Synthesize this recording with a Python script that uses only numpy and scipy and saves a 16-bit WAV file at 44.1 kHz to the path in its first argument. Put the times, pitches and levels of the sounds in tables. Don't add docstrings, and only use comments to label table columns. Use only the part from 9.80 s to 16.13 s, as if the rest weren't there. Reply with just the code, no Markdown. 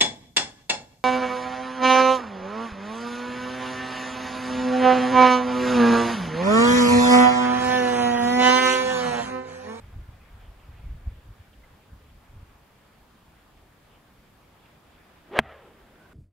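import sys
import numpy as np
from scipy import signal
from scipy.fft import rfft, irfft
from scipy.io import wavfile

SR = 44100
rng = np.random.default_rng(int(sys.argv[2]) if len(sys.argv) > 2 else 0)


def dump_mix(stems):
    frames = np.atleast_2d(stems).T
    limited = np.clip(frames, -1, 1)
    pcm = np.round(limited * 32767).astype(np.int16)
    wavfile.write(sys.argv[1], SR, pcm)


def attenuation_scalar(level_db):
    decades = np.asarray(level_db, float) / 20
    return 10 ** decades


N = 279285
T = np.arange(N) / SR

# time in seconds, strength in dB, contact time in ms.
CONTACTS = [
    (5.58919, -18.0, 0.061),
    (5.58969, -3.8, 0.063),
    (5.59015, 1.8, 0.066),
    (5.59199, -22.0, 0.028),
    (5.59438, -2.0, 0.201),
]


def rms_one(x):
    return x / np.sqrt(np.mean(np.abs(x) ** 2) + 1e-20)


def in_time(rows):
    s, *columns = np.transpose(rows)
    return [np.interp(T, s, column) for column in columns]


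def at_hz(points, hz):
    point_hz, point_db = np.array(points).T
    return np.interp(np.log(hz), np.log(point_hz), point_db)


def filtered(x, order, hz, kind):
    return signal.sosfilt(signal.butter(order, hz, kind, fs=SR, output="sos"), x)


def drift(rate):
    r = np.exp(-80 * np.pi * rate / SR)
    slow = signal.lfilter([1], [1, -2 * r, r * r], rng.standard_normal(N // 40 + 2002))[2000:]
    return np.interp(np.arange(N) / 40, np.arange(len(slow)), rms_one(slow))


def ring(clicks, hz, t60):
    r, w = attenuation_scalar(-60 / (t60 * SR)), 2 * np.pi * hz / SR
    return signal.lfilter([0, np.sin(w)], [1, -2 * r * np.cos(w), r * r], clicks + 1e-18)


def whistle(hz, width_hz):
    r = np.exp(-np.pi * width_hz / SR)
    chance = rng.standard_normal(N) + 1j * rng.standard_normal(N)
    wander = signal.lfilter([1], [1, -2 * r, r * r], chance)
    turns = np.cumsum(hz * np.ones(N)) / SR
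    return rms_one(np.real(wander * np.exp(2j * np.pi * turns)))


def coloured(spectrum, source):
    hz = np.maximum(np.fft.rfftfreq(N, 1 / SR), 1)
    return rms_one(irfft(rfft(source) * attenuation_scalar(at_hz(spectrum, hz)), N))


def banded_noise(spectrum, patchy_db, width, swell_db):
    out, edges = 0, 14 * 2 ** np.arange(0, 10.6, .5)
    white = rng.standard_normal((2, 2, N))
    for k, (low, high) in enumerate(zip(edges, edges[1:])):
        mid, side = filtered(white[k % 2], 2, [low, high], "band")
        hz = np.sqrt(low * high)
        spread = attenuation_scalar(at_hz(width, hz))
        middle = np.exp(-np.abs(np.log2(hz / 1200) / 1.6) ** 4)
        flicker_db = patchy_db * (0.33 + middle) * drift(7.7)
        gain = attenuation_scalar(at_hz(spectrum, hz) + flicker_db + middle * swell_db)
        out = out + gain * (mid + spread * side * [[1], [-1]])
    return rms_one(out)


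def breeze():
    # middle in seconds, level in dB, length in seconds.
    gusts = [(0.027, -44, 0.149), (.18, -34.5, 0.1013), (0.317, -40, 0.0667), (0.522, -48.5, 0.394),
             (0.687, -48, 0.073), (0.923, -46, 0.221), (1.107, -38, 0.172), (1.317, -41.5, 0.1765),
             (1.501, -40, 0.0716), (1.597, -49, 0.0414), (1.82, -55, 0.174), (1.922, -51, 0.036),
             (2.131, -45, 0.0554), (2.288, -51.5, 0.184), (2.601, -45, 0.1695), (2.872, -68, 0.09),
             (3.227, -51.5, 0.026), (3.793, -58, 0.113), (5.103, -66.5, 0.237)]
    # time in seconds, peak in dB, pitch in Hz.
    buffets = [(.17, -29.5, 45), (0.269, -28, 73), (0.663, -32, 45), (0.837, -42, 40), (1.048, -27.5, 47.3),
               (1.2527, -16, 56.6), (1.47, -35, 50), (1.584, -39.5, 60), (1.755, -38.5, 48.4),
               (2.111, -34, 61.7), (2.544, -45, 93.5), (2.608, -33.5, 74.3)]
    # frequency in Hz, level in dB per Hz.
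    breeze_colour = [(9, -32.5), (15, -2), (38, -1), (59, -4.5), (101, -9.5), (240, -31), (420, -41.5),
                     (880, -110)]
    level = attenuation_scalar(-64.5)
    for s, db, length in gusts:
        level = level + attenuation_scalar(db) * np.exp(-np.abs(2 * (T - s) / length) ** 1.9)
    out = level * attenuation_scalar(2.6 * drift(13.0)) * coloured(breeze_colour, rng.standard_normal(N))
    length_cycles, cusp, lean_rad = 0.388, 1.08, 0.64
    for s, peak_db, hz in buffets:
        cycles = (T - s - .022) * hz
        bell = np.exp(-np.abs(cycles / length_cycles) ** cusp)
        out += attenuation_scalar(peak_db - 2.0) * np.cos(2 * np.pi * cycles - lean_rad) * bell
    return out


def far_country():
    # frequency in Hz, level in dB per Hz.
    country_colour = [(12, -30.5), (53, -2), (216, -3.5), (350, -9.5), (976, -12), (2990, -21), (5850, -31),
                      (16000, -32.5)]
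    # frequency in Hz, side minus mid in dB.
    side_width = [(60, -17.5), (150, -15), (380, -7), (800, -6), (1290, -4.5), (2380, -3.5), (5000, -0.5),
                  (15000, -0.5)]
    # time in seconds, lift in dB.
    murmur = [(0, 2.5), (1.1, 2), (1.5, 1), (4.6, 0), (4.9, 2), (5.4, 2.5), (6.33, 1.5)]
    return attenuation_scalar(-57) * banded_noise(country_colour, 1.2, side_width, in_time(murmur)[0])


def far_sounds():
    # middle in seconds, length in seconds, pitch in Hz, width in Hz, level in dB.
    far_calls = [(0.414, 0.0295, 2550, 150, -66), (0.491, 0.033, 2150, 220, -71),
                 (0.641, 0.096, 3100, 700, -68), (.63, 0.098, 2450, 400, -72),
                 (0.822, 0.084, 2498, 1200, -66.5), (0.989, 0.183, 2209, 1500, -66.5),
                 (1.737, 0.014, 3100, 900, -62), (1.845, 0.0203, 2071, 120, -60.5),
                 (4.145, 0.073, 2990, 500, -68.5), (4.859, 0.014, 2600, 1500, -60),
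                 (6.15, 0.0282, 1404, 200, -62.5), (6.24, .11, 1500, 160, -60.5),
                 (6.321, 0.026, 1498, 140, -61)]
    out = 0
    for s, length, hz, width_hz, db in far_calls:
        bell = np.exp(-np.abs(2 * (T - s) / length) ** 4)
        out = out + attenuation_scalar(db) * whistle(hz, width_hz) * bell
    return out * attenuation_scalar([[-1.5], [1.5]])


def swing():
    # time in seconds, vortex shedding in Hz, tone in dB.
    downswing = [
        (5.42, 290.1, -73),
        (5.495, 334.3, -57.5),
        (5.53, 391.9, -41),
        (5.548, 479.2, -38.5),
        (5.563, 620, -35),
        (5.59, 603.3, -31.5),
    ]
    # time in seconds, vortex shedding in Hz, tone in dB.
    follow = [
        (5.59, 638.2, -54),
        (5.64, 711.6, -48),
        (5.7, 679.1, -47.5),
        (5.79, 548.5, -54),
        (5.88, 431.5, -57),
        (5.98, 340, -62),
        (6.33, 320, -63),
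    ]
    # multiple of the pitch, level in dB, width in Hz.
    shedding = [(1, 0.5, 210), (1.88, -5.5, 240), (2.75, -8, 300)]
    # frequency in Hz, level in dB per Hz.
    rush_colour = [(150, -9), (400, 5), (900, 1), (1800, -1), (3300, -7), (4300, -22), (8000, -41),
                   (15000, -50.5)]
    full_speed_hz = 620
    hz, tone_db = in_time(downswing + follow)
    after = T > follow[0][0]
    octaves = np.log2(hz / full_speed_hz)
    rush_db = tone_db + np.where(after, -1.77 + 3.6 * octaves, .5 + 12.2 * octaves)
    hz = hz * (1 + 0.25094 * after * np.clip(-octaves, 0, 1) * np.tanh(drift(13.0)))
    tone = 0
    for k, db, width_hz in shedding:
        growth = (hz / full_speed_hz) ** (0.4 * (k - 1))
        tone = tone + attenuation_scalar(db) * growth * whistle(k * hz, width_hz)
    rush = attenuation_scalar(2.0 * drift(110)) * coloured(rush_colour, rng.standard_normal(N))
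    return (T > downswing[0][0]) * (attenuation_scalar(tone_db) * tone + attenuation_scalar(rush_db) * rush)


def contact_push():
    push = 0
    for s, db, ms in CONTACTS:
        push = push + attenuation_scalar(db) * np.exp(-((T - s) * 700 / ms) ** 2) / (ms * SR / 400)
    return push


def head_click(push):
    # frequency in Hz, level in dB, t60 in seconds.
    head_modes = [(432, -29, .04), (660, -20.5, .04), (815, -10.5, .022), (1026, -9.5, .014),
                  (1370, -17.4, .027), (1580, -11.1, .014), (1911, -25, .03), (2097, -10, .0036),
                  (2478, -14.7, .009), (2921, -15.3, .014), (3170, -13, .026), (3370, -19, .022)]
    click = 0
    for hz, db, t60 in head_modes:
        click = click - attenuation_scalar(db + 2.5) * np.gradient(ring(push, hz, t60)) * SR / (2 * np.pi * hz)
    return click


def ground_thud(push):
    # frequency in Hz, level in dB, t60 in seconds.
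    soil_modes = [(76, -41, .42), (100, -47, .15), (152, -30, .12), (220, -21.5, .065)]
    return -sum(attenuation_scalar(db) * ring(push, hz, t60) for hz, db, t60 in soil_modes)


def torn_turf():
    # frequency in Hz, level in dB per Hz.
    spray_colour = [(200, -8.5), (800, 7.5), (2500, 7.5), (3600, -2), (4600, -11.5), (7000, -15),
                    (12000, -26), (16000, -25)]
    start_s, attack_s, hold_s = 5.5895, 0.0013, 0.0119
    since = np.maximum(T - start_s, 0)
    grains = rng.standard_normal(N) * attenuation_scalar(3.8 * rng.exponential(1, N))
    spray = filtered(coloured(spray_colour, grains), 2, 90, "high")
    tearing = attenuation_scalar(-25.5 - 200 * since - 5400 * np.maximum(since - hold_s, 0))
    dust = attenuation_scalar(-39 - 450 * since) * filtered(spray[::-1], 4, 3600, "low")
    soil = rms_one(filtered(rng.standard_normal(N), 2, [55, 140], "band"))
    rumble = attenuation_scalar(-38 - 170 * since) * np.minimum(since / .015, 1) * soil
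    return rumble + np.minimum(since / attack_s, 1) ** 2 * (tearing * spray + dust)


def face_crack():
    # frequency in Hz, level in dB, t60 in seconds.
    face_modes = [(4035, -16.0, 0.0038), (6036, -29.3, 0.0109), (8533, -16.0, 0.0013),
                  (10292, -19.8, 0.002), (12970, -25.2, 0.0017)]
    release = 1. * (np.arange(N) == round(5.5899 * SR))
    crack = 0
    for k, (hz, db, t60) in enumerate(face_modes):
        crack = crack + (-1) ** k * attenuation_scalar(db) * ring(release, hz, t60)
    return crack


def blow():
    push = contact_push()
    return head_click(push) + ground_thud(push) + torn_turf() + face_crack()


def scene():
    air = breeze() + far_country() + far_sounds()
    club = swing() + blow()
    late = np.roll(club, 3) - club
    return air + club + attenuation_scalar(-46.5) * late * [[1], [-1]]


def roll_off(x):
    return signal.sosfilt(signal.butter(12, 16370, fs=SR, output="sos"), x)


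def record(dry):
    heard = filtered(dry, 2, 31.8, "high")
    heard = signal.sosfilt(signal.cheby2(16, 50, 16100, fs=SR, output="sos"), heard)
    since = T - CONTACTS[1][0] - .006
    attack_s, release_s = 0.0032, 0.0863
    duck_db = -9.5 * np.clip(since / attack_s, 0, 1) * np.exp(-np.maximum(since, 0) / release_s)
    return roll_off(np.clip(heard * attenuation_scalar(duck_db), -1, 1))


dry = scene()
out = record(dry)
dump_mix(out)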